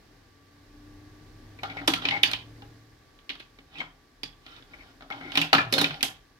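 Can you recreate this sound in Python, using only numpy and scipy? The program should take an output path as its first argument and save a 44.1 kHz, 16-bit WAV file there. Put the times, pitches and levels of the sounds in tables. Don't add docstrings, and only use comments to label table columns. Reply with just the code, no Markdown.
import sys
import numpy as np
from scipy import signal
from scipy.fft import rfft, irfft, next_fast_len
from scipy.io import wavfile
from scipy.ndimage import uniform_filter1d

SR = 44100
rng = np.random.default_rng(int(sys.argv[2]) if len(sys.argv) > 2 else 0)


def dump_mix(stems):
    frames = np.atleast_2d(stems).T
    limited = np.clip(frames, -1, 1)
    pcm = np.round(limited * 32767).astype(np.int16)
    wavfile.write(sys.argv[1], SR, pcm)


def linear_from_db(decibels):
    return 10 ** (np.asarray(decibels, float) / 20)


N = 282194
M = next_fast_len(N)
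PLACES = 3
LEFT_LAG_S = .00019


def level(x, db):
    return x * linear_from_db(db) / np.sqrt(np.mean(x ** 2))


def peak(x):
    return x / np.abs(x).max(axis=-1, keepdims=True)


def along(points, hz):
    point_hz, value = np.array(points).T
    return np.interp(np.log(hz + 1), np.log(point_hz + 1), value)


def band(x, low_hz, high_hz):
    edges = [low_hz, min(high_hz, .45 * SR)]
    return signal.sosfilt(signal.butter(2, edges, "band", fs=SR, output="sos"), x)


def walk(rate):
    k = int(SR / rate)
    held = np.repeat(rng.standard_normal(N // k + 1), k)
    return 0.7 * uniform_filter1d(uniform_filter1d(held, k), k)[:N]


def air():
    # frequency in Hz, likeness from 0 to 1.
    likeness = [(60, 1), (130, 0.78), (290, 0.93), (640, 0.34), (1410, 0.32), (3100, 0.25), (6820, 0),
                (15000, 0)]
    # frequency in Hz, density in dB per Hz.
    bass_colour = [(22, -35), (30, -12), (37, 4), (46, -14.5), (62, -8), (85, -10), (114, -9), (160, -14.5),
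                   (205, -20), (283, -8), (345, -14), (420, -14), (560, -15.5)]
    hiss_colour = [(250, -15), (420, -3.5), (520, -14.5), (663, -7.5), (705, -9.5), (761, -3), (986, -10.5),
                   (1130, -3.5), (1300, -12), (1650, -4), (2650, -12.5), (4450, -14), (7940, -23.5),
                   (14800, -26), (16000, -32)]
    # time in seconds, level in dB.
    rumble = [(0.0, -53.5), (0.39, -57), (0.94, -51), (1.96, -48.5), (2.64, -49), (2.87, -55), (4.15, -59),
              (4.63, -53.5), (5.11, -54.5), (5.74, -51.5), (5.97, -53.5), (6.4, -59)]
    hz, t = np.fft.rfftfreq(M, 1 / SR), np.arange(N) / SR
    alike = along(likeness, hz)
    mid = rfft(rng.standard_normal(M)) * np.sqrt(1 + alike)
    side = rfft(rng.standard_normal(M)) * np.sqrt(1 - alike)
    both = np.array([mid + side, mid - side])
    low = 1 / (1 + (hz / 480) ** 4)
    rumble_db = np.interp(t, *np.transpose(rumble))
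    bass = level(irfft(both * low * linear_from_db(along(bass_colour, hz)), M)[:, :N], -3.7)
    bass = bass * linear_from_db(rumble_db + 0.47 * walk(15))
    hiss = level(irfft(both * (1 - low) * linear_from_db(along(hiss_colour, hz)), M)[:, :N], 0)
    hiss = hiss * linear_from_db(-34.5 + 0.52 * rumble_db + 0.18 * walk(0.96))
    fan_hz = 1158 + 5.34 * walk(4.4)
    fan = linear_from_db(-70 + 3.8 * walk(5.1)) * np.sin(2 * np.pi * np.cumsum(fan_hz) / SR)
    return bass + hiss + fan


def engine():
    # time in seconds, firing rate in Hz, load in dB.
    run = [
        (0.0, 30.47, -88),
        (0.379, 31.62, -68.5),
        (0.86, 32.82, -58.5),
        (1.3, 33.88, -57),
        (1.71, 34.65, -55),
        (1.91, 36.62, -54),
        (2.5, 37.1, -53.5),
        (2.85, 37.46, -59),
        (3.3, 38.5, -94),
    ]
    # multiple of the firing rate, level in dB.
    orders = [(1, -9), (3, 1.5), (4, -11), (5, -15), (7, -11), (8, -5), (9, 5.5)]
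    pane_hz, pane_width_hz, pane_leak_db = 295.8, 6.2, -37.5
    s, hz, load_db = np.transpose(run)
    t = np.arange(N) / SR
    rate = np.interp(t, s, hz)
    turn = 2 * np.pi * np.cumsum(rate * (1 + 0.0046 * walk(8.0))) / SR
    fade = np.clip((s[-1] - t) / 0.09, 0, 1)
    load = 2 ** .5 * fade * linear_from_db(np.interp(t, s, load_db))
    order, order_db = np.transpose(orders)[:, :, None]
    resonance = 1 / (1 + ((order * rate - pane_hz) / pane_width_hz) ** 2)
    pane = np.where(order > 7.5, linear_from_db(pane_leak_db) + resonance, 1)
    waver_db = 0.58 * np.array([walk(20) for _ in order])
    return load * np.sum(linear_from_db(order_db + waver_db) * pane * np.sin(order * turn), axis=0)


def room(x):
    # frequency in Hz, time to fall 60 dB in seconds.
    decay = [(150, 0.25), (700, 0.34), (2500, 0.26), (6000, 0.22), (14000, 0.2)]
    room_db, early_db, early_s, patchy_db = -2.5, 2, 0.0079, 3.5
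    t, tail = np.arange(SR // 2) / SR, 0
    for hz in 90 * 2. ** np.arange(8):
        noise = rng.standard_normal((2, PLACES, 1, len(t)))
        mid, side = band(noise, hz / 2 ** .5, hz * 2 ** .5)
        spread = np.minimum(hz / 800.0 + t / 0.11, min(hz / 2100.0, 1))
        both = mid + spread * side * np.array([[1], [-1]])
        clumps = linear_from_db(patchy_db * walk(150)[:PLACES * len(t)].reshape(PLACES, 1, -1))
        tail = tail + clumps * both * 1000 ** (-t / along(decay, hz))
    tail = tail * np.clip(t / 0.00026, 0, 1) * (1 + linear_from_db(early_db) * np.exp(-t / early_s))
    tail[:, 0] = np.roll(tail[:, 0], round(LEFT_LAG_S * SR), axis=-1)
    tail = tail * linear_from_db(room_db) / np.sqrt(np.sum(tail ** 2) / 2 / PLACES)
    heard = np.sum(rfft(x, M + SR)[:, None] * rfft(tail, M + SR), axis=0)
    return irfft(heard, M + SR)[:, :N]


def ring(modes, broad_db, low_hz, high_hz, count):
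    t = np.arange(SR // 5) / SR
    detune = .006 * rng.standard_normal((len(modes), count, 1))
    uneven_db = 4.5 * rng.standard_normal((len(modes), count, 1))
    y = 0
    for (hz, db, t60), d, u in zip(modes, detune, uneven_db):
        y = y + linear_from_db(db + u) * np.sin(2 * np.pi * hz * (1 + d) * t) * 1000 ** (-t / t60)
    click = band(band(1. * (t == 0), low_hz, high_hz), low_hz, high_hz)
    return peak(peak(y) + linear_from_db(broad_db) * peak(click))


def case(count, sharp_db):
    # frequency in Hz, level in dB, time to fall 60 dB in seconds.
    desk = [(120.8, -1.5, 0.29), (160.7, -2, 0.42), (283, -21, 0.21), (284.6, 10, 0.12),
            (450, -23.5, 0.0057)]
    shell = [(736, -11, 0.072), (818, 13.5, 0.019), (1023, 4, 0.034), (1298, 1, 0.057), (1406, 0, 0.1)]
    face_plate = [(2000, -1, .03), (2230, 1, .035), (2580, 1, .03), (3080, 5, .03), (3380, -1, .03),
                  (3720, -4, .04), (4150, -8, .02), (4800, -12, .015)]
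    rim = [(4650, 3, .016), (5200, 5, .016), (5750, 1, .012), (6760, -10, .006), (8060, -6, .0067),
           (12100, -6, .0036)]
    return [ring(desk, sharp_db - 13, 130, 520, count),
            ring(shell, sharp_db - 9, 440, 1900, count),
            ring(face_plate, sharp_db, 1500, 4200, count),
            ring(rim, sharp_db + 1, 4100, 13500, count)]


def sliding():
    # start in seconds, hold in seconds, clack in dB, heft into the case in dB, bite of the rim in dB.
    slides = [(1.654, 0.19, -50.5, 8.5, -16), (1.91, 0.04, -57, 13, 9), (2.043, 0.016, -33.5, 0, -22),
              (2.103, 0.085, -45, 5.5, -26), (2.258, 0.055, -62.5, 23.5, 5), (3.74, 0.019, -50, -2, -46),
              (3.801, 0.0046, -39, 0, -42), (4.464, 0.12, -50.5, -7.5, -13), (4.71, 0.2, -58, 2.5, -8),
              (5.125, 0.18, -50, 7, -13), (5.351, 0.093, -35.5, -3, -12.5), (5.417, 0.024, -56, 11, -4),
              (5.59, 0.012, -29, -13, -34.5), (5.746, 0.029, -39.5, 4.5, -3.5),
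              (5.792, 0.06, -30, -1, -12.5), (5.902, 0.2, -53.5, 7.5, -3)]
    grains_per_s, spread_db = 3000, 2.2
    catch_db_s, let_go_db_s = 406, 450
    t, out = np.arange(N) / SR, 0
    grip = linear_from_db(0.32 * walk(41))
    s, hold, db, heft_db, bite_db = np.transpose(slides)[:, :, None]
    building, dying = np.maximum(s - t, 0), np.maximum(t - s - hold, 0)
    strokes = linear_from_db(db - catch_db_s * building - let_go_db_s * dying)
    part_db = (heft_db + 0.5, heft_db, 0 * db, bite_db)
    for body, rel_db in zip(case(PLACES, sharp_db=-3), part_db):
        clicks = rng.random((PLACES, N)) < grains_per_s / SR
        clicks = clicks * linear_from_db(spread_db * rng.exponential(size=(PLACES, N)))
        clicks = clicks * np.sign(rng.random((PLACES, N)) - .5)
        force = linear_from_db(rel_db)[:, 0] @ strokes
        rub = signal.fftconvolve(clicks, body, axes=1)[:, :N]
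        out = out + force * grip * level(rub, -12.5)
    return out


def singing():
    # start in seconds, time shaken in seconds,
    # pitch in Hz, level in dB.
    sung_modes = [(1.588, 0.01, 2300, -44), (1.632, 0.018, 779, -29), (1.633, 0.029, 1360, -33.5),
                  (1.66, 0.19, 753, -48), (1.683, 0.045, 2240, -43), (1.77, 0.032, 2170, -36),
                  (1.879, 0.016, 315, -21.5), (1.88, 0.017, 786, -30.5), (1.962, 0.032, 1360, -34),
                  (1.941, 0.071, 162, -39.5), (2.018, 0.029, 3350, -39), (2.105, 0.061, 820, -30.5),
                  (2.095, 0.081, 2150, -27.5), (2.232, 0.0053, 3080, -43), (2.233, 0.0033, 3480, -12),
                  (2.335, 0.0061, 995, -34.5), (2.62, 0.011, 813, -45.5), (5.416, 0.0095, 4600, -45),
                  (3.755, 0.033, 2550, -41), (3.784, 0.039, 3110, -37.5), (3.801, 0.014, 2170, -29.5),
                  (4.233, 0.0057, 850, -41), (4.47, 0.13, 1406, -52), (4.738, 0.015, 1430, -47.5),
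                  (4.735, 0.014, 2260, -44), (5.1, 0.045, 815, -37), (5.105, 0.03, 1370, -41),
                  (5.11, 0.02, 2220, -35), (5.2, 0.066, 760, -49), (5.2, 0.11, 2170, -44.5),
                  (5.373, 0.0061, 3400, -35.5), (5.374, 0.0074, 1052, -28.5), (5.414, 0.015, 2690, -22.5),
                  (5.44, 0.011, 813, -38), (5.529, 0.011, 772, -16.5), (5.539, 0.023, 1326, -16.5),
                  (5.545, 0.013, 1425, -19), (5.531, 0.015, 4170, -20.5), (5.56, 0.06, 2410, -27.5),
                  (5.582, 0.0073, 1700, -15), (5.589, 0.0312, 1326, -22), (5.62, 0.028, 1480, -46),
                  (5.73, 0.04, 553, -25.5), (5.738, .006, 3680, -17), (5.81, 0.018, 3620, -27),
                  (5.251, 0.039, 302, -40), (5.849, 0.081, 151, -39), (6.034, 0.016, 774, -32.5),
                  (5.529, 0.15, 116, -33.5), (4.233, 0.0086, 4750, -34),
                  (1.877, 0.01, 5800, -32), (1.878, 0.016, 4500, -32.5), (1.934, 0.0053, 5900, -46),
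                  (1.936, 0.018, 4330, -40), (2.24, 0.043, 4800, -39), (2.245, 0.052, 2100, -49),
                  (5.375, .012, 5600, -36), (5.429, .012, 3330, -37), (5.728, 0.027, 5100, -30.5),
                  (5.745, 0.014, 3730, -31), (5.782, 0.056, 5200, -41), (5.79, 0.024, 3940, -26.5),
                  (5.826, 0.04, 3740, -42), (4.78, 0.048, 2260, -51.5), (5.0, 0.074, 700, -53),
                  (5.918, 0.052, 765, -44)]
    t60_s, shortens = .034, 0.86
    out, t = np.zeros(N + SR), np.arange(SR // 2) / SR
    for s, hold, hz, db in sung_modes:
        onset = np.clip(t / .012, 0, 1) if hold > .04 else 1 + 2 * np.exp(-t / .002)
        jolts = rng.standard_normal(len(t)) ** 3 * np.clip((hold - t) / .002, 0, 1) * onset
        mode = np.sin(2 * np.pi * hz * t) * 1000 ** (-t / (t60_s * (hz / 1000) ** -shortens))
        y = signal.fftconvolve(jolts, mode)[:len(t)]
        shaken = y[:int((hold + .005) * SR)]
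        start = int(s * SR)
        out[start:start + len(t)] += linear_from_db(db) * y / np.sqrt(np.mean(shaken ** 2))
    return out[:N]


def blows():
    # time in seconds, peak of the clack in dB, heft into the case in dB,
    # bite of the rim in dB, pitch of the clack in Hz.
    on_case = [(1.6332, -22, -10.5, -12.5, 2195), (1.6994, -36, -18, -25, 2230),
               (1.8158, -42.5, 15, -13, 1890), (1.9365, -17.5, -3, 0, 3280), (2.1774, -34, -14, -22, 2180),
               (2.3336, -17, -17.5, -32.5, 3115), (3.1892, -51, -6, -21.5, 3300),
               (3.8144, -40, 13, -19, 2280), (4.4643, -35.5, -10, -18, 2050), (4.5635, -47, -2, -14, 3620),
               (4.6244, -47, -1.5, -14, 3400), (4.7341, -56, -2, -25, 2220), (4.8344, -51, 9, -38, 2320),
               (5.008, -44.5, 6.5, -32, 2200), (5.022, -41.5, 8, -29, 2260),
               (5.1023, -35.5, 8.5, -10.5, 2240), (5.3193, -28.5, -9, -8.5, 3120),
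               (5.4146, -18, -10, 2.5, 2760), (5.5298, -8, 4, -11, 2930), (5.5395, -20.5, 6, 1, 2770),
               (5.549, -15.5, 0.5, -12, 2700), (5.5852, -21, 9, -20, 2740), (5.9075, -30.5, 3, -18, 2600)]
    through_desk = [(1.5885, -50, 6, -24, 2270), (1.7689, -37, 6.5, -28, 2297), (2.0223, -34, 2, -32, 3480),
                    (2.0527, -18, -5, -19, 2580), (2.0866, -17, -7.5, -40, 2980),
                    (2.1094, -21, -36, -35, 3020), (2.2318, -12.5, -35, -0.5, 3310),
                    (2.2346, -6.5, -24, -12, 3000), (2.3141, -24.5, -11, -1, 4080),
                    (2.6209, -46.5, 8, -12, 2880), (3.293, -26.5, -18.5, -16, 3200),
                    (3.2998, -26, -11.5, -12, 2960), (3.3034, -31.5, -8, -22, 2270),
                    (3.3508, -50, -12, -2, 4500), (3.354, -41.5, 0, -14, 2200),
                    (3.3965, -48, -14, -6, 4070), (3.3995, -40, -5, -5, 3420),
                    (3.4035, -37.5, -5, -9, 2600), (3.5872, -47.5, 3, -23, 2260),
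                    (4.2328, -27, -7.5, -2.5, 3380), (5.2111, -43.5, 9.5, -28, 2220),
                    (5.3547, -18, -11, -8.5, 2670), (5.7374, -21, -1, 9.5, 3580),
                    (5.7885, -20.5, -15, 3, 4040), (5.8424, -16, -12, -19, 2560),
                    (5.9424, -29, -28, -33, 3180), (6.0287, -11.5, -13.5, 5, 3230)]
    rattles = [
        (1.8751, -21.5, -26, 5, 4800),
        (1.8771, -14.5, 0, -1, 3394),
        (5.122, -34.5, -22, -37, 3260),
        (5.3732, -13.5, -9.5, -6, 2965),
        (5.7249, -19, -4, 6.5, 4170),
        (5.7803, -17.5, -0.5, -2.5, 4160),
        (5.8132, -20.5, 1, 3.5, 3700),
        (6.0077, -33, -26, -8, 2620),
    ]
    # desk thump in dB over the heft, contact in ms
    kinds = (on_case, (-8.5, 1.02)), (through_desk, (0.25, 0.59)), (rattles, (0.4, 5.3))
    hits = [row + shared for rows, shared in kinds for row in rows]
    out, t = np.zeros((1 + PLACES, N + SR)), np.arange(SR // 5) / SR
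    s, db, heft_db, bite_db, hz, desk_db, contact_ms = np.transpose(hits)[:, :, None]
    starts = (s[:, 0] * SR).astype(int)
    own = np.sin(2 * np.pi * hz * t) * np.exp(-t / .003)
    parts = case(len(hits), sharp_db=14.5 + 0.15 * bite_db)
    part_db = (heft_db + desk_db, heft_db, 3, bite_db - 2)
    for body, rel_db, lean in zip(parts, part_db, (0.63, 0.0435, 0.94, 0.052)):
        contact = np.exp(-1000 * t[:SR // 20] / contact_ms)
        chatter = rng.standard_normal((len(hits), SR // 20)) ** 3 * contact
        direct = linear_from_db(db + rel_db) * peak(signal.fftconvolve(chatter, body + lean * own, axes=1))
        energy = np.linalg.norm(direct, axis=1, keepdims=True) / np.linalg.norm(body, axis=1, keepdims=True)
        around = (body + .25 * lean * own) * energy
        for k, (start, near, far) in enumerate(zip(starts, direct, around)):
            out[0, start:start + len(near)] += near
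            out[1 + k % PLACES, start:start + len(far)] += far
    return out[:, :N]


def scene():
    background = engine() + air()
    rubbing = sliding()
    struck = blows() + np.vstack([rubbing.sum(axis=0), rubbing])
    struck[:2] += singing() * linear_from_db([[-5.5], [-8]])
    coin, *around = band(struck, 130, 21000)
    delay = np.exp(-2j * np.pi * np.fft.rfftfreq(M, 1 / SR) * LEFT_LAG_S)
    late = irfft(rfft(coin, M) * delay, M)[:N]
    return linear_from_db(-1.5) * np.array([late, coin]) + room(np.array(around)) + background


def band_limit(x):
    return signal.sosfilt(signal.butter(12, 16610, fs=SR, output="sos"), x)


def record(dry):
    # frequency in Hz, difference in dB.
    port_tilt = [(60, 0.5), (200, 0.5), (700, 3.5), (1290, 2.0), (1700, 4), (2500, 1), (3900, -10.0),
                 (5500, -13), (8120, -5.0), (10000, -2), (15000, -7)]
    tilt_db = along(port_tilt, np.fft.rfftfreq(M, 1 / SR)) / 2
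    colour = linear_from_db(np.array([tilt_db, -tilt_db]))
    ports = irfft(rfft(dry, M, axis=1) * colour, M, axis=1)[:, :N]
    rounded = .93 * np.tanh(ports / .93)
    top_cut = signal.ellip(6, .2, 35, 15800, fs=SR, output="sos")
    return band_limit(signal.sosfilt(top_cut, rounded))


dry = scene()
out = record(dry)
dump_mix(out)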